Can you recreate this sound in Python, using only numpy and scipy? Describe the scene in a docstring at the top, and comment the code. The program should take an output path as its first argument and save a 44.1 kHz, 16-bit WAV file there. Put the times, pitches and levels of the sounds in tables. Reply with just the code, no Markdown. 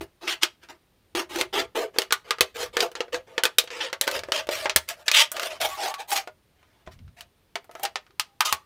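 """A low shake of the stand in a quiet room, and at once scissors tear stepwise through a thin can on a foam mat.
Strokes are trains of fast slips, pops single blows; both ring a model of the can's wall, shell and air.
The air booms mostly higher as the slit grows. Thumps are damped low swings, twangs and whines narrow-band noise.
The last strokes and pops stand for laying the scissors down and bending the two halves apart.
"""
import sys
import numpy as np
from scipy import signal
from scipy.fft import rfft, irfft
from scipy.io import wavfile
from scipy.ndimage import uniform_filter1d

SR = 44100
rng = np.random.default_rng(int(sys.argv[2]) if len(sys.argv) > 2 else 0)


def master_out(mix):
    """Clip the mix to full scale and print it as 16-bit PCM to the path in sys.argv[1]."""
    frames = np.transpose(np.atleast_2d(mix))
    ceiling = np.clip(frames, -1, 1)
    pcm = np.round(ceiling * 32767).astype(np.int16)
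    wavfile.write(sys.argv[1], SR, pcm)


def nominal_scale(level):
    """Amplitude ratio for a level in decibels (scalar or array-like)."""
    x = np.asarray(level, float) / 20
    return 10 ** x


N = 381465


def evened(x):
    """Scales to rms 1."""
    return x / np.sqrt(np.mean(x ** 2) + 1e-20)


def read(points, hz):
    """Reads a table on a log-frequency axis."""
    f, value = np.transpose(points)
    return np.interp(np.log(hz + 1), np.log(f + 1), value)


def add(mix, start_s, sound):
    """Mixes a sound in at start_s."""
    part = mix[max(round(start_s * SR), 0):][:len(sound)]
    part += sound[:len(part)]


def coloured(points, size):
    """Noise of rms 1 with the given spectrum."""
    hz = np.fft.rfftfreq(size, 1 / SR)
    spectrum = rfft(rng.standard_normal(size)) * nominal_scale(read(points, hz))
    return evened(irfft(spectrum, size))


def slow_noise(size, window):
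    """Noise of rms 1, smoothed over window samples."""
    return evened(uniform_filter1d(rng.standard_normal(size), window))


def resonate(x, hz, width_hz):
    """A resonance of gain 1 that follows the curve hz: shift to 0 Hz, low-pass, shift back."""
    turn = np.exp(2j * np.pi * np.cumsum(hz * np.ones(len(x))) / SR)
    r = np.exp(-np.pi * width_hz / SR)
    return 2 * (turn * signal.lfilter([1 - r], [1, -r], x / turn)).real


# Room hush spectrum. Each row: frequency in Hz, relative density in dB per Hz.
HUSH_COLOUR = [(15, -38), (25, -4.5), (80, 2.5), (197, -4.5), (483, -7.5), (669, -12), (1320, -16.5),
               (3810, -18.5), (7300, -27.5), (9330, -26.5), (10100, -28), (15200, -25), (16500, -46)]
HUSH_RMS_DB = -65.5
# Faint lasting tones. Each row: frequency in Hz, rms in dB.
WHINE_TONES = [(9259, -87), (11644, -97)]
# Hands and mat shake the stand in swells. Each row: centre in seconds, rms at the centre in dB, sigma in seconds.
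STAND_SWELLS = [(0, -45, 0.035), (1.18, -59, 0.033), (1.4, -57.5, 0.067), (1.62, -57, 0.057),
                (2.68, -56.5, 0.084), (3.17, -56.5, 0.04), (4.2, -53, 0.052), (4.559, -59, 0.18),
                (5.66, -56, 0.077), (6.919, -51.5, 0.035), (7.03, -44.5, 0.042), (7.17, -60.5, 0.081)]
# Spectrum of the shaking. Each row: frequency in Hz, relative density in dB per Hz.
STAND_COLOUR = [(12, -43.5), (20, -15.5), (41, -10), (64, 3), (127, -7), (259, -20), (300, -34),
                (390, -52.5), (660, -120)]


def background():
    """Shaped noise for hush and stand; noise through 12 Hz wide resonances for the whines."""
    t = np.arange(N) / SR
    hush = nominal_scale(HUSH_RMS_DB) * coloured(HUSH_COLOUR, N)
    whines = sum(nominal_scale(db) * evened(resonate(rng.standard_normal(N), hz, 12)) for hz, db in WHINE_TONES)
    swells = sum(nominal_scale(db) * np.exp(-.5 * ((t - s) / sigma_s) ** 2) for s, db, sigma_s in STAND_SWELLS)
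    return hush + whines + swells * coloured(STAND_COLOUR, N)


# Pitch of the air in the can. Each row: time in seconds, frequency in Hz.
AIR_PITCH = [(0, 339), (1.4, 350.5), (1.55, 410), (1.8, 458), (2.6, 475), (3.8, 498.5), (4.35, 596),
             (5.58, 621.5), (5.64, 793), (6.12, 811), (6.3, 648), (7.9, 709.4), (8.4, 982)]
# Lasting shell modes, nominal. Each row: frequency in Hz, relative level in dB, t60 in seconds.
SHELL_MODES = [(382, 3, 0.17), (491.4, 3.5, .08), (653, -1, 0.23), (886.4, 6, 0.07), (1230, -3.5, .12)]
# Spectrum of the wall's countless small modes. Each row: frequency in Hz, relative density in dB per Hz.
WALL_COLOUR = [(160, -48.5), (300, -17.5), (600, -10.5), (1010, -7.5), (1480, -4), (3360, -7),
               (7000, -12.5), (15200, -16), (16800, -41)]
# Decay of the small modes, times ring. Each row: frequency in Hz, t60 in seconds.
WALL_DECAY = [(400, 0.12), (1700, 0.052), (4600, 0.045), (12000, 0.036)]
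BAND_EDGES_HZ = (900, 2500, 7000)  # boom | lower wall | rip | sizzle
SHELL_DB_PER_OCTAVE = 7  # shell modes in the boom band weaken with distance from the air's pitch
LEAD_S = .003  # silence ahead of the click, room for the band filters
CAN_SAMPLES = 4096


def wall_ring(ring, click_db, crack_db):
    """A new set of small modes: noise that decays by frequency, with a direct click and a bright crack."""
    t, hz = np.arange(CAN_SAMPLES) / SR, np.fft.rfftfreq(CAN_SAMPLES, 1 / SR)
    f, frame_s, z = signal.stft(rng.standard_normal(CAN_SAMPLES), SR, nperseg=128, noverlap=96)
    decay = nominal_scale(-60 * frame_s / (ring * read(WALL_DECAY, f))[:, None])
    wall = signal.istft(z * decay, SR, nperseg=128, noverlap=96)[1][:CAN_SAMPLES]
    wall = wall * (1 + nominal_scale(crack_db) * np.exp(-t / 0.0014)) + nominal_scale(click_db) * (t == 0)
    return evened(irfft(rfft(wall) * nominal_scale(read(WALL_COLOUR, hz))))


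def shell_ring(t, pitch_hz):
    """Decaying sines of the shell, each scattered in level and pitch."""
    mode_hz, db, t60_s = np.transpose(SHELL_MODES)[:, :, None]
    octaves = abs(np.log2(mode_hz / pitch_hz))
    db = db - SHELL_DB_PER_OCTAVE * octaves * (mode_hz < BAND_EDGES_HZ[0])
    scatter = rng.standard_normal((2, len(SHELL_MODES), 1))
    level = nominal_scale(db + 3 * scatter[0] - 60 * t / t60_s)
    return (level * np.sin(2 * np.pi * mode_hz * (1 + .03 * scatter[1]) * t)).sum(0)


def air_ring(t, pitch_hz):
    """Two decaying sines of the enclosed air; a wider slit makes them higher, less steady, more damped."""
    opening = pitch_hz / AIR_PITCH[0][1]
    air_hz = pitch_hz * (1 + .03 * opening * rng.standard_normal((2, 1)))
    return nominal_scale(-60 * t * opening / .14) * np.sin(2 * np.pi * air_hz * t).sum(0)


def can(s, panel_hz, panel_db, panel_t60_s, ring, click_db, crack_db, modes_db, cavity_db):
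    """Answer of wall, moving panel, shell and air to one click at time s, as four bands."""
    t, hz = np.arange(CAN_SAMPLES) / SR, np.fft.rfftfreq(CAN_SAMPLES, 1 / SR)
    pitch_hz = np.interp(s, *np.transpose(AIR_PITCH))
    wall = wall_ring(ring, click_db, crack_db)
    panel = nominal_scale(panel_db) * evened(nominal_scale(-60 * t / panel_t60_s) * np.sin(2 * np.pi * panel_hz * t))
    shell = nominal_scale(modes_db) * evened(shell_ring(t, pitch_hz))
    air = nominal_scale(cavity_db) * evened(air_ring(t, pitch_hz))
    whole = rfft(wall + panel + shell + air) * np.exp(-2j * np.pi * hz * LEAD_S)
    whole = whole * (hz / 270) ** 6 / (1 + (hz / 270) ** 6)  # a small can has no bass
    below = [0] + [1 / (1 + (hz / edge) ** 6) for edge in BAND_EDGES_HZ] + [1]
    bands = np.array([irfft(whole * (below[k + 1] - below[k])) for k in range(4)])
    fade_out = np.clip((t[-500] - t) / .035, 0, 1)
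    return bands * signal.windows.tukey(CAN_SAMPLES, LEAD_S * SR / CAN_SAMPLES) * fade_out


# Strokes of the blades. Each row: start in seconds, let-go in seconds, rip at the start without the bite in dB,
# rip at let-go in dB, boom over rip in dB, sizzle over rip in dB.
BLADE_STROKES = [(0.006, 0.03, -43, -54, 0, -1.5), (0.209, 0.27, -53.5, -46, 13, -11.5),
                 (0.27, 0.33, -27, -31.5, -11.5, -17), (0.408, 0.431, -53.5, -24, -11, -17.5),
                 (0.609, 0.637, -74, -55.5, 4, -12), (0.685, 0.706, -56, -48.5, 9, -11),
                 (1.148, 1.199, -30.5, -32.5, 8, -10.5), (1.288, 1.407, -49, -33.5, 8.5, -8),
                 (1.526, 1.6, -32.5, -27.5, 8, -15), (1.748, 1.836, -34.5, -42, 15, -8.5),
                 (1.932, 1.977, -62.5, -53, 11.5, -10), (2.001, 2.028, -47, -46, 3, -5.5),
                 (2.239, 2.299, -62.5, -52, 9, -14), (2.54, 2.636, -49, -33, 3, -8),
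                 (2.728, 2.762, -47, -52, 9.5, -12), (2.781, 2.832, -42, -31, 12.5, -9.5),
                 (2.957, 3.089, -49.5, -80, 14.5, -13), (3.122, 3.151, -38.5, -36.5, 10.5, -13.5),
                 (3.265, 3.373, -65, -64.5, 17, -9), (3.703, 3.79, -41.5, -43.5, 5, -19),
                 (3.801, 3.872, -27.5, -37, -3, -26.5), (4.028, 4.046, -27, -42, 0, -8),
                 (4.091, 4.164, -45, -32.5, 5.5, -11), (4.257, 4.31, -68, -61, 2, -7),
                 (4.331, 4.394, -29, -31.5, -3.5, -17), (4.504, 4.649, -32, -42, -1.5, -9),
                 (4.67, 4.704, -70, -45, 3, -24), (4.87, 4.9, -65, -32, -5, -8),
                 (4.958, 5.019, -66.5, -59.5, 5.5, -4), (5.057, 5.071, -39, -45.5, -3, -8.5),
                 (5.131, 5.216, -16, -16, -24, -16.5), (5.331, 5.376, -51.5, -40, 6.5, -11),
                 (5.402, 5.47, -42, -33.5, -1.5, -7.5), (5.496, 5.574, -38.5, -54, 2.5, -14),
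                 (5.6, 5.659, -30.5, -29.5, 0, -7), (5.679, 5.761, -41, -46, -7, -4.5),
                 (5.769, 5.845, -46, -30.5, 1, -12), (5.849, 5.906, -34.5, -41, 2, -8),
                 (5.973, 6.003, -62, -38.5, 0.5, -10.5), (6.074, 6.107, -55, -39, -5, 4.5),
                 (6.112, 6.139, -31.5, -32.5, 0, -1), (6.153, 6.181, -22.5, -29, -7, -9),
                 (6.551, 6.822, -79, -75.5, -3.5, -13), (6.859, 6.884, -57, -69, 4.5, -20),
                 (6.908, 6.929, -59, -58.5, -24, -8), (7.164, 7.216, -58, -62, -1, -7),
                 (7.705, 7.828, -74, -60, 7.5, -3), (7.829, 7.86, -26.5, -48.5, 5.5, -9),
                 (8.447, 8.522, -23, -39.5, -16.5, -11)]
BITE_S, BITE_DB = 0.0089, 16  # as the blades bite, the level climbs this much in this time
LET_GO_DB_PER_S, LET_GO_S = 552.5, .065  # the blades ease off
BOOM_LAG, LOW_LAG = 0.19, 0.22  # boom and lower wall lose this share of a dB less than the rip
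LOW_DB, LOW_PER_BOOM = -11, 0.14  # lower wall over a 0 dB rip; hollow strokes shake it too
SLIPS_PER_S = 750  # typical, the speed wanders
STRIP_HZ, STRIP_SPREAD, STRIP_T60_S = 3190, 0.059, .004  # strip between the blades
STRIP_DB, STRIP_PER_SIZZLE = -15, 0.44  # rings more in dull, hard rasping strokes with little sizzle
DENT_S = .03  # time between new can answers


def slip_force(size):
    """Stick-slip of metal under blades: an uneven train of clicks over a fine rasp, rms 1 before the end tapers."""
    speed = SLIPS_PER_S * nominal_scale(2.5 * slow_noise(size, 150))
    ticks = np.diff(np.floor(np.cumsum(speed) / SR), prepend=0)
    slips = ticks * nominal_scale(np.minimum(rng.exponential(2.4, size), 8))  # a few slips tick out
    clumps = nominal_scale(1.2 * slow_noise(size, 300))
    rasp = .35 * rng.standard_normal(size)
    return evened((evened(slips) + rasp) * clumps) * signal.windows.tukey(size, .04)


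def stroke(start, let_go, first_db, last_db, boom_db, sizzle_db):
    """Slip force drives the bending can, whose four bands follow their own levels."""
    t = np.arange(start, let_go + LET_GO_S, 1 / SR)
    rip_db = np.interp(t, (start, let_go), (first_db, last_db))
    rip_db = rip_db - BITE_DB * np.maximum(1 - (t - start) / BITE_S, 0)
    rip_db = rip_db - LET_GO_DB_PER_S * np.maximum(t - let_go, 0)
    boom_db = boom_db + BOOM_LAG * (rip_db.max() - rip_db)
    low_db = LOW_DB - LOW_LAG * rip_db + LOW_PER_BOOM * boom_db
    strip_hz = STRIP_HZ * (1 + STRIP_SPREAD * rng.standard_normal())
    strip_db = STRIP_DB - STRIP_PER_SIZZLE * sizzle_db
    drives = slip_force(len(t)) * nominal_scale([rip_db + db for db in (boom_db, low_db, 0, sizzle_db)])
    click_db = 35 + .3 * rip_db  # harder cuts give more distinct clicks
    sound, step = np.zeros(len(t) + CAN_SAMPLES), round(DENT_S * SR)
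    for at in range(0, len(t), step):
        bands = can(t[at], strip_hz, strip_db, STRIP_T60_S, ring=0.94, click_db=click_db[at],
                    crack_db=8.5, modes_db=-8, cavity_db=-1.5)
        bands = bands / np.linalg.norm(bands, axis=1, keepdims=True)
        add(sound, at / SR, signal.fftconvolve(drives[:, at:at + step], bands, axes=1).sum(0))
    return start - LEAD_S, sound


# The wall buckles. Each row: time in seconds, rip-band peak in dB, boom over that peak in dB,
# sizzle over that peak in dB, panel frequency in Hz.
WALL_POPS = [(0.011, -31.5, 5, -12, 2510), (0.2774, -20.5, -10.5, -18, 1320), (0.4324, -4, -23, -10, 3200),
             (0.6876, -41, -23, -19, 1750), (1.1508, -20.5, 0, -10, 2030), (1.3586, -28.5, 0.5, 0, 2120),
             (1.4119, -9.5, -13.5, -8.5, 2090), (1.7549, -41, 18, -19.5, 1690),
             (1.9619, -42.5, 13, -12, 1270), (1.9857, -4.5, -11.5, -7.5, 4510),
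             (2.0191, -17, -17.5, -14, 2900), (2.1074, -20, -14, -43, 1420), (2.1241, -4.5, -21, -5, 1460),
             (2.3077, -10, -18, -9.5, 1223), (2.3845, -32.5, -5, -15, 1230), (2.4083, -3, -12, -4, 2560),
             (2.5591, -35.5, 3, -18, 2200), (2.7686, -9.5, -9.5, -15, 1770),
             (2.805, -7.5, -33.5, -17, 4850), (2.916, -40.5, -0.5, 0, 3000), (2.9533, -26, -8, -27, 1380),
             (3.0056, -16.5, -2, -28, 2860), (3.0817, -51, 12.5, -22, 1470), (3.1444, -20, -5, -34, 1630),
             (3.3798, -12.5, -7, -24, 1730), (3.4358, -8, -17.5, -4, 1530), (3.4534, -6, -15.5, -11, 2505),
             (3.5844, -3.5, -17.5, -0.5, 3770), (3.6392, -38, 5, -4, 3640), (3.675, -31, -12, -43, 3280),
             (3.704, -29, -11, -40, 1790), (3.929, -20.5, -6.5, -11, 2030), (4.0122, -9.5, -17.5, 1, 4040),
             (4.0702, -26, -4, -15, 3330), (4.0772, -13, -6.5, -7, 1537), (4.1133, -20, -21, -2, 4060),
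             (4.1921, -21, -20, -12, 2270), (4.2354, -28.5, -2, -15, 1710), (4.2866, -41, 15.5, -14, 1750),
             (4.3204, -8.5, -12.5, -17, 2960), (4.4702, -33, -2, -7, 3540), (4.49, -20, 5.5, -12, 2310),
             (4.6569, -21, 3, -23, 832), (4.696, -13, -15, -22, 2530), (4.761, -6.5, -13.5, 4, 1724),
             (4.8886, -20.5, -46, 0, 2490), (5.0801, -23, -11, -29, 1660), (5.0815, -5.5, -44, -17, 1720),
             (5.1151, -5.5, -25, -10.5, 2510), (5.3169, -31, -10, 13, 1444), (5.3667, -26, -15, -3, 1190),
             (5.3966, -17.5, -16, -11, 1230), (5.4317, -22, -6, -5, 2970), (5.614, -20, -15, -2, 1437),
             (5.9406, -25.5, -14, -7, 1155), (6.117, -17.5, -26.5, -21, 1110),
             (6.1656, -15.5, -44.5, -6, 1830), (6.2744, -35.5, 6.5, -8.5, 1444),
             (6.6294, -56.5, -3.5, -18, 1012), (6.8648, -50, -11, -20, 2630),
             (6.875, -43.5, 9.5, -27, 1010), (6.99, -50.5, -16, -20.5, 2180),
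             (7.0788, -53.5, -12.5, -18, 1343), (7.208, -26.5, -38.5, -7.5, 2990),
             (7.5561, -18, -11, -18.5, 2270), (7.6438, -54.5, -2.5, 5, 1420),
             (7.6943, -57, 20.5, -14, 1270), (7.713, -45.5, -14, 0, 1280), (7.7524, -36.5, 2, -8, 1310),
             (7.7964, -47, 8, 8, 1300), (7.8333, -29, -9.5, 13.5, 3170), (7.8516, -15, -19, -12, 1860),
             (7.9574, -15, -13, -25, 1784), (8.0657, -49, -27.5, -29.5, 1223), (8.107, -52, -14, -31, 1230),
             (8.1969, -10, -37, -4.5, 1230), (8.4065, -6.5, -25.5, -7.5, 1230),
             (8.526, -9.5, -15.5, -1, 1102)]
PANEL_CYCLES = 110  # a popped panel falls 60 dB in this many cycles
# lower wall over the peak: dB for a 2 kHz panel, dB per octave of panel, share of boom dB, share of peak dB
POP_LOW_DB, POP_LOW_DB_PER_OCTAVE, POP_LOW_PER_BOOM, POP_LOW_PER_PEAK = -4, -5.5, .2, -.12


def pop(s, peak_db, boom_db, sizzle_db, panel_hz):
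    """A dent snaps through: one blow into the can; large and hollow dents shake the lower wall most."""
    bands = can(s, panel_hz, panel_db=-8, panel_t60_s=PANEL_CYCLES / panel_hz, ring=1.73, click_db=2.5,
                crack_db=5.5, modes_db=-7.5, cavity_db=-6.0)
    low_db = POP_LOW_DB + POP_LOW_DB_PER_OCTAVE * np.log2(panel_hz / 2000)
    low_db = low_db + POP_LOW_PER_BOOM * boom_db + POP_LOW_PER_PEAK * peak_db
    gains = nominal_scale(peak_db + np.array([boom_db, low_db, 0, sizzle_db])) / abs(bands).max(1)
    return s - LEAD_S, gains @ bands


ECHO_DB, ECHO_T60_S, ECHO_GAP_S = -23.5, 0.2, .006


def echo(x):
    """The room returns a weak, dull tail: convolution with decaying low-passed noise."""
    t = np.arange(SR // 2) / SR
    tail = signal.lfilter([1], [1, -.6], rng.standard_normal(len(t)))
    tail = tail * nominal_scale(-60 * t / ECHO_T60_S) * (t > ECHO_GAP_S)
    return nominal_scale(ECHO_DB) * signal.fftconvolve(x, tail / np.linalg.norm(tail))[:N]


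# Some blows also thump the stand low. Each row: time in seconds, peak in dB.
STAND_THUMPS = [(2.407, -34), (3.585, -51.5), (4.759, -29), (6.874, -38), (8.404, -53.5), (8.524, -37.5)]


def thump(s, peak_db):
    """Two heavily damped low swings, 75 and 160 Hz."""
    t = np.arange(4000) / SR
    swing = np.sin(2 * np.pi * 75 * t) * np.exp(-t / 0.032)
    swing = swing + 1.6 * np.sin(2 * np.pi * 160 * t) * np.exp(-t / 0.0083)
    return s, nominal_scale(peak_db) * swing / abs(swing).max()


# The freed strip of metal sings faintly. Each row: start in seconds, end in seconds, start frequency in Hz,
# end frequency in Hz, rms before the fades in dB.
STRIP_TWANGS = [(5.685, 5.781, 1110, 1133, -40), (5.86, 6.001, 1144, 1129, -43),
                (8.09, 8.154, 368, 386, -64.5), (8.26, 8.399, 790, 823, -70),
                (8.45, 8.507, 1202, 1260, -31.5), (8.535, 8.68, 1063, 1225, -56.5)]


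def twang(start, end, start_hz, end_hz, db):
    """A thin, slightly unsteady tone: noise through a narrow gliding resonance."""
    size = round((end - start) * SR)
    glide_hz = np.linspace(start_hz, end_hz, size)
    tone = resonate(rng.standard_normal(size), glide_hz, width_hz=10.55)
    return start, nominal_scale(db) * evened(tone) * signal.windows.tukey(size, .4)


def scene():
    """All strokes, pops, thumps and twangs, their echo and the background."""
    metal = np.zeros(N)
    for play, rows in ((stroke, BLADE_STROKES), (pop, WALL_POPS), (thump, STAND_THUMPS), (twang, STRIP_TWANGS)):
        for row in rows:
            add(metal, *play(*row))
    return (metal + echo(metal) + background())[None]


def roll_off(x):
    """The treble ends steeply here."""
    return signal.sosfilt(signal.butter(12, 17000, fs=SR, output="sos"), x)


def record(dry):
    """Full-scale clipping, then a linear-phase low-pass at 16.4 kHz."""
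    lowpass = signal.firwin(511, 16400, window=("kaiser", 10), fs=SR)
    limited = signal.oaconvolve(np.clip(dry, -1, 1), lowpass[None], "same")
    return roll_off(limited)


dry = scene()
out = record(dry)
master_out(out)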